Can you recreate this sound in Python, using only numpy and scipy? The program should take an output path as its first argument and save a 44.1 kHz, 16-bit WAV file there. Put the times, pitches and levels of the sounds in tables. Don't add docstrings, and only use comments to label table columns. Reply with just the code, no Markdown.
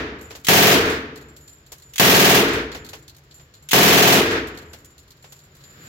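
import sys
import numpy as np
from scipy import signal
from scipy.fft import rfft, irfft, next_fast_len
from scipy.io import wavfile

SR = 44100
rng = np.random.default_rng(int(sys.argv[2]) if len(sys.argv) > 2 else 0)


def wav_out(sig):
    wavfile.write(sys.argv[1], SR, np.round(np.clip(np.atleast_2d(sig).T, -1, 1) * 32767).astype(np.int16))


N = 259308
LEAD = SR
TIME = np.arange(-LEAD, N) / SR

# (frequency [Hz], relative level [dB], t60 [s])
BRASS_TONES = [(7130, -3.5, 0.36), (7300, -12, .26), (11740, -17, .33), (11560, -20.5, .28)]
# (frequency [Hz], relative level [dB])
STEEL_COLOUR = [(200, 16), (1000, -2), (3300, 5.5), (5200, -5.5), (6800, 0.5), (9000, -2), (13000, -11),
                (16000, -11.5)]
# (frequency [Hz], width [Hz], boost [dB])
BOOTH_RESONANCES = [(148, 42, 5), (195, 24, 3), (231, 15, 8.5), (286.8, 55, 10.5), (341, 9.9, 10),
                    (445.6, 63, 8.5), (630, 130, 6.5), (912, 10, 7)]
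# (first shot [s], last shot [s], rounds [count], first blast [dB], bolt travel [s], sear click [dB],
#  chambering clack [dB])
BURSTS = [(-.38, -.28, 3, 9, .04, -25, -15), (0.4845, .714, 6, 6.5, 0.038, -24.5, -22),
          (1.997, 2.346, 8, 8, .061, -33, -15), (3.7314, 4.122, 9, 7, 0.043, -24.5, -12.5)]


def from_db(db):
    return 10 ** (np.asarray(db) / 20)


def at_hz(points, hz):
    table_hz, values = np.transpose(points)
    return np.interp(np.log(np.maximum(hz, 1)), np.log(table_hz), values)


def fade(t, t60):
    return (t >= 0) * np.exp(-np.log(1000) * np.maximum(t, 0) / t60)


def add(track, time_s, sound):
    start = LEAD + round(time_s * SR)
    part = sound[:, :max(track.shape[1] - start, 0)]
    track[:, start:start + part.shape[1]] += part


def low_cut(x, hz):
    return signal.sosfilt(signal.butter(2, hz, "high", fs=SR, output="sos"), x)


def noise(colour, size, resonances=()):
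    # (frequency [Hz], side minus mid [dB])
    stereo_width = [(60, -27), (380, -25.5), (700, -6), (1200, 2), (2400, 0.5), (16000, 0)]
    hz = np.fft.rfftfreq(size, 1 / SR)
    boost_db = sum(db / (1 + (2 * (hz - centre) / width) ** 2) for centre, width, db in resonances)
    mid, side = np.exp(2j * np.pi * rng.random((2, len(hz))))
    spread = from_db(at_hz(stereo_width, hz))
    left_right = (mid + spread * side * [[1], [-1]]) / np.hypot(1, spread)
    x = irfft(left_right * from_db(at_hz(colour, hz) + boost_db), size)
    return x / x.std()


def hit(colour, t60, room_db, room_t60):
    t = np.arange(SR // 2) / SR
    return noise(colour, len(t)) * np.hypot(fade(t, t60), from_db(room_db) * fade(t, room_t60))


def ventilation(level_db=-52.5):
    # (frequency [Hz], relative level [dB])
    air_colour = [(20, -14.5), (45, -0.5), (130, -1.5), (220, -13), (400, -9.5), (800, -20), (1600, -16.5),
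                  (4400, -22.5), (6000, -29), (9000, -42), (16000, -42)]
    # (frequency [Hz], width [Hz], boost [dB])
    duct_hum = [(72, 12, 4), (142.8, 22, 10)]
    return from_db(level_db) * noise(air_colour, next_fast_len(len(TIME)), duct_hum)[:, :len(TIME)]


def sleeve(peak_s=5.88, peak_db=-44.5, rise_db_per_s=45):
    # (frequency [Hz], relative level [dB])
    cloth_colour = [(40, -7), (110, 7.5), (450, -2.5), (800, -12), (1600, -4), (2400, -8), (4500, -11),
                    (8000, -31.5), (16000, -26)]
    swell = from_db(peak_db - rise_db_per_s * np.abs(TIME - peak_s))
    return swell * noise(cloth_colour, next_fast_len(len(TIME)))[:, :len(TIME)]


def rolling_cases(level_db=-3, tone_width_hz=25, half_strength_s=.07):
    # (loudest moment [s], relative level [dB])
    rolls = [(1.5, -53), (1.89, -56), (3.39, -56.5), (4.75, -52.5), (5.32, -52.5), (5.68, -55.5),
             (5.86, -46.5)]
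    scrape = rng.standard_normal((2, len(TIME)))
    song = sum(from_db(db) * signal.lfilter(*signal.iirpeak(hz, hz / tone_width_hz, fs=SR), scrape)
               for hz, db, _ in BRASS_TONES)
    swells = sum(from_db(db) / (1 + ((TIME - time_s) / half_strength_s) ** 2) for time_s, db in rolls)
    return from_db(level_db) * swells * song / song.std()


def landings(hop_s=.055, contact_loss_db=12, ring_loss_db=7, strays_per_s=4, stray_spread_db=3.5):
    # (time [s], tick [dB], clink [dB], ring [dB])
    near_cases = [(.211, -39.5, -60, -39), (.3013, -46, -48, -44.5), (.356, -34.5, -49, -63),
                  (1.1573, -37.5, -41, -49), (1.364, -41, -47, -41), (1.4772, -42, -47, -39.5),
                  (1.719, -29.5, -43, -55), (1.821, -46, -49, -42.5), (2.7167, -41, -33.5, -40),
                  (2.846, -36, -39, -48), (2.8881, -34, -38, -45), (2.935, -38, -51, -57),
                  (3.079, -38, -39, -64), (3.165, -42.5, -55, -64), (3.31, -58, -44.5, -51),
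                  (3.3426, -46, -60, -44), (3.5388, -47, -45.5, -50), (4.4714, -34.5, -43, -60),
                  (4.5736, -36.5, -38.5, -52), (4.7312, -36, -44, -48), (4.8458, -39, -62, -46),
                  (4.9798, -42.5, -47.5, -54), (5.105, -42, -46.5, -61), (5.225, -48, -54, -47),
                  (5.322, -36.5, -46, -50), (5.39, -47, -52, -52), (5.5503, -44, -54, -58),
                  (5.638, -49, -45, -44)]
    rows = list(near_cases)
    for time_s, tick_db, clink_db, ring_db in near_cases:
        hop_time_s = time_s + hop_s * rng.uniform(.5, 1.5)
        rows.append((hop_time_s, tick_db - contact_loss_db, clink_db - contact_loss_db,
                     ring_db - ring_loss_db))
    stray_db = np.array([-51, -57.5, -53.5])
    for slot_s in np.arange(0, N / SR, 1 / strays_per_s):
        time_s = slot_s + rng.random() / strays_per_s
        rows.append((time_s, *(stray_db + stray_spread_db * rng.standard_normal(3))))
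    return rows


def floor_contact(t, bounce_s=.0083, bounce_db=-5, room_db=-12):
    first_end = fade(t, t60=.05) * (1 - np.exp(-t / .001))
    second_end = from_db(bounce_db) * fade(t - bounce_s * rng.uniform(.49, 2.2), t60=.064)
    room = from_db(room_db) * fade(t, t60=.21)
    return np.hypot(np.hypot(first_end, second_end), room)


def brass_ring(t, detune=.0049, flutter_hz=45, flutter_depth=.47, spread_db=1):
    out = 0
    pitch = 1 + detune * rng.standard_normal()
    steps = np.arange(200)
    for hz, db, t60 in BRASS_TONES:
        strength = from_db(db + spread_db * rng.standard_normal((2, 1)))
        jolts = rng.standard_normal((2, len(steps))) + 1j * rng.standard_normal((2, len(steps)))
        wobble = np.array([np.interp(2 * flutter_hz * t, steps, channel) for channel in jolts])
        flutter = (1 + flutter_depth * wobble) / np.hypot(1, flutter_depth)
        tone = np.exp(2j * np.pi * (hz * pitch * t + rng.random((2, 1))))
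        out = out + strength * fade(t, t60) * np.real(flutter * tone)
    return out


def falling_cases(tick_gain_db=-4):
    # (frequency [Hz], relative level [dB])
    tick_colour = [(300, -13), (1500, -10.5), (3000, -4), (6000, -3), (7100, 4), (9500, -4), (13000, -5),
                   (16000, -13.5)]
    # (frequency [Hz], relative level [dB])
    clink_colour = [(500, -28.5), (2000, -27), (3100, -8), (3700, -7), (4300, -0.5), (4900, -11.5),
                    (16000, -38)]
    # (time [s], level [dB])
    booth_knocks = [(.307, -35.5), (.351, -37), (1.7192, -41.5), (2.748, -31.5), (2.932, -34), (3.397, -49),
                    (4.7338, -40.5), (5.242, -44), (5.322, -48)]
    # (frequency [Hz], relative level [dB])
    knock_colour = [(100, -49), (400, -3), (650, -5), (950, -7), (1400, -9.5), (3000, -6.5), (6000, -14),
                    (16000, -30)]
    out = np.zeros((2, len(TIME)))
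    t = np.arange(SR // 3) / SR
    for time_s, tick_db, clink_db, ring_db in landings():
        tick = from_db(tick_db + tick_gain_db) * noise(tick_colour, len(t))
        clink = from_db(clink_db) * noise(clink_colour, len(t))
        add(out, time_s, (tick + clink) * floor_contact(t) + from_db(ring_db) * brass_ring(t))
    for time_s, db in booth_knocks:
        add(out, time_s, from_db(db) * hit(knock_colour, t60=.15, room_db=-34, room_t60=.4))
    return out


def bolt(gain_db=2, pickup_after_s=.022, pickup_boost_db=7, chamber_before_s=.016):
    out = np.zeros((2, len(TIME)))
    for first_s, *_, travel_s, sear_db, chamber_db in BURSTS:
        release_s = first_s - travel_s
        clacks = [(release_s, sear_db, 2700),
                  (release_s + pickup_after_s, sear_db + pickup_boost_db, 1800),
                  (first_s - chamber_before_s, chamber_db, 1800)]
        for time_s, db, low_cut_hz in clacks:
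            clack = hit(STEEL_COLOUR, t60=.076, room_db=-17, room_t60=.3)
            add(out, time_s, from_db(db + gain_db) * low_cut(clack, low_cut_hz))
    return out


def hall_echo(build_s=.09, far_wall_s=.247, swell_width_s=.034, swell_db=3):
    # (frequency [Hz], relative level [dB])
    hall_colour = [(30, -33), (70, -2), (120, -9.5), (250, -4.5), (430, 2), (600, -10.5), (900, -9),
                   (1600, 0.5), (3000, -2.5), (5000, -10), (8000, -19), (16000, -66.5)]
    # (frequency [Hz], t60 [s])
    fade_times = [(60, 1.77), (150, 1.046), (400, 0.93), (800, 0.94), (2000, 0.84), (4000, 0.71),
                  (8000, 0.55), (16000, .3)]
    t = np.arange(2 * SR) / SR
    spectrum = rfft(noise(hall_colour, len(t), BOOTH_RESONANCES))
    hz = np.fft.rfftfreq(len(t), 1 / SR)
    centres, t60s = np.transpose(fade_times)
    out = 0
    for share, t60 in zip(np.eye(len(centres)), t60s):
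        band = irfft(spectrum * at_hz(np.c_[centres, share], hz), len(t))
        out = out + band * fade(t, t60)
    far_wall = 1 + from_db(swell_db) * np.exp(-((t - far_wall_s) / swell_width_s) ** 2)
    return out * (1 - np.exp(-t / build_s)) * far_wall


def booth_echo():
    # (frequency [Hz], relative level [dB])
    booth_colour = [(30, -47.5), (70, -23), (120, -2.5), (190, -2.5), (400, -10), (550, -4), (1100, -5.5),
                    (2500, -2), (4000, -10), (7000, -18.5), (10000, -26.5), (16000, -27)]
    t = np.arange(SR // 4) / SR
    return noise(booth_colour, len(t), BOOTH_RESONANCES) * fade(t, t60=.23)


def wall_slaps(phases, width_cycles=1.66, gain_db=-7.5, spread_db=3):
    # (delay [s], pitch [Hz], relative level [dB])
    surfaces = [(0.0145, 672, 4.5), (0.0194, 400, 5.5), (0.025, 200.9, -3), (.031, 668, -3),
                (.041, 413, 0.5), (.046, 269, -4), (.058, 215, -6.5), (.066, 365, -4.5), (.088, 407, -4.5)]
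    out = 0
    t = np.arange(SR // 8) / SR
    for (delay_s, hz, db), phase in zip(surfaces, phases):
        cycles = (t - delay_s) * hz
        strength = from_db(db + gain_db + spread_db * rng.standard_normal((2, 1)))
        out = out + strength * np.exp(-(cycles / width_cycles) ** 2) * np.sin(2 * np.pi * (cycles + phase))
    return out


def shots(sag_db=8.5, spread_db=1.55, jitter_s=.0012):
    rows = []
    for first_s, last_s, rounds, first_db, *_ in BURSTS:
        for progress in np.linspace(0, 1, round(rounds)):
            later, louder = rng.standard_normal(2) * (progress > 0)
            time_s = first_s + progress * (last_s - first_s) + jitter_s * later
            rows.append((time_s, first_db - sag_db * progress + spread_db * louder))
    return rows


def gunfire(booth_db=7, hall_db=-12, crack_db=4, trap_db=-30, trap_delay_s=.186):
    # (frequency [Hz], relative level [dB])
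    crack_colour = [(100, -16.5), (1000, -4), (3000, 19), (6000, 1.5), (9000, 5), (16000, -7.5)]
    out = np.zeros((2, len(TIME)))
    booth = from_db(booth_db) * booth_echo()
    hall = from_db(hall_db) * hall_echo()
    slap_phases = rng.random(9)
    t = np.arange(SR // 5) / SR
    for time_s, db in shots():
        crack = from_db(crack_db) * noise(crack_colour, len(t)) * fade(t, t60=.22)
        slaps = from_db(booth_db) * wall_slaps(slap_phases)
        for part in (booth, hall, crack, slaps):
            add(out, time_s, from_db(db) * part)
        bullet_hit = hit(STEEL_COLOUR, t60=.059, room_db=1.5, room_t60=.31)
        add(out, time_s + trap_delay_s, from_db(trap_db) * bullet_hit)
    return out


def scene():
    return (gunfire() + bolt() + falling_cases() + rolling_cases() + ventilation() + sleeve())[:, LEAD:]


def smear(x):
    for hz in (900, 3000, 8000):
        _, feedback = signal.iirpeak(hz, 1, fs=SR)
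        x = signal.lfilter(feedback[::-1], feedback, x)
    return x


def microphone_openings(x, rumble_hz=38, lean_hz=480, lean=.086):
    low_mids = signal.lfilter(*signal.iirpeak(lean_hz, .5, fs=SR), x)
    return low_cut(x + lean * low_mids * [[1], [-1]], rumble_hz)


def follow(x, lag_s):
    keep = np.exp(-1 / (lag_s * SR))
    return signal.lfilter([1 - keep], [1, -keep], x)


def limiter(x, threshold_db=-10.5, release_db_per_s=25, window_s=.0026, attack_s=.0017, ahead_s=.0016):
    power = follow(np.mean(x ** 2, axis=0), window_s)
    over_db = np.maximum(10 * np.log10(power + 1e-12) - threshold_db, 0)
    ramp = release_db_per_s * np.arange(N) / SR
    held_db = np.maximum.accumulate(over_db + ramp) - ramp
    ahead_db = np.interp(np.arange(N) + ahead_s * SR, np.arange(N), held_db)
    return x * from_db(-follow(ahead_db, attack_s))


def record(dry, overload_db=-6, top_cut_hz=15900):
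    # (frequency [Hz], gain [dB])
    microphone_colour = [(20, -21), (40, 3), (60, -1), (400, -0.5), (1200, 2.5), (3000, -1), (6800, 2),
                         (8200, -4.5), (10000, -3.5), (12000, 4.5), (16000, 5)]
    ceiling = from_db(overload_db)
    flattened = ceiling * np.tanh(dry / ceiling)
    picked_up = microphone_openings(smear(flattened))
    hz = np.linspace(0, SR / 2, 1025)
    squared_gain = from_db(at_hz(microphone_colour, hz)) ** 2
    tone_filter = signal.minimum_phase(signal.firwin2(1023, hz, squared_gain, fs=SR))
    coloured = signal.fftconvolve(picked_up, tone_filter[None], axes=1)[:, :N]
    top_cut = signal.ellip(12, .2, 70, top_cut_hz, fs=SR, output="sos")
    return signal.sosfilt(top_cut, limiter(coloured))


dry = scene()
out = record(dry)
wav_out(out)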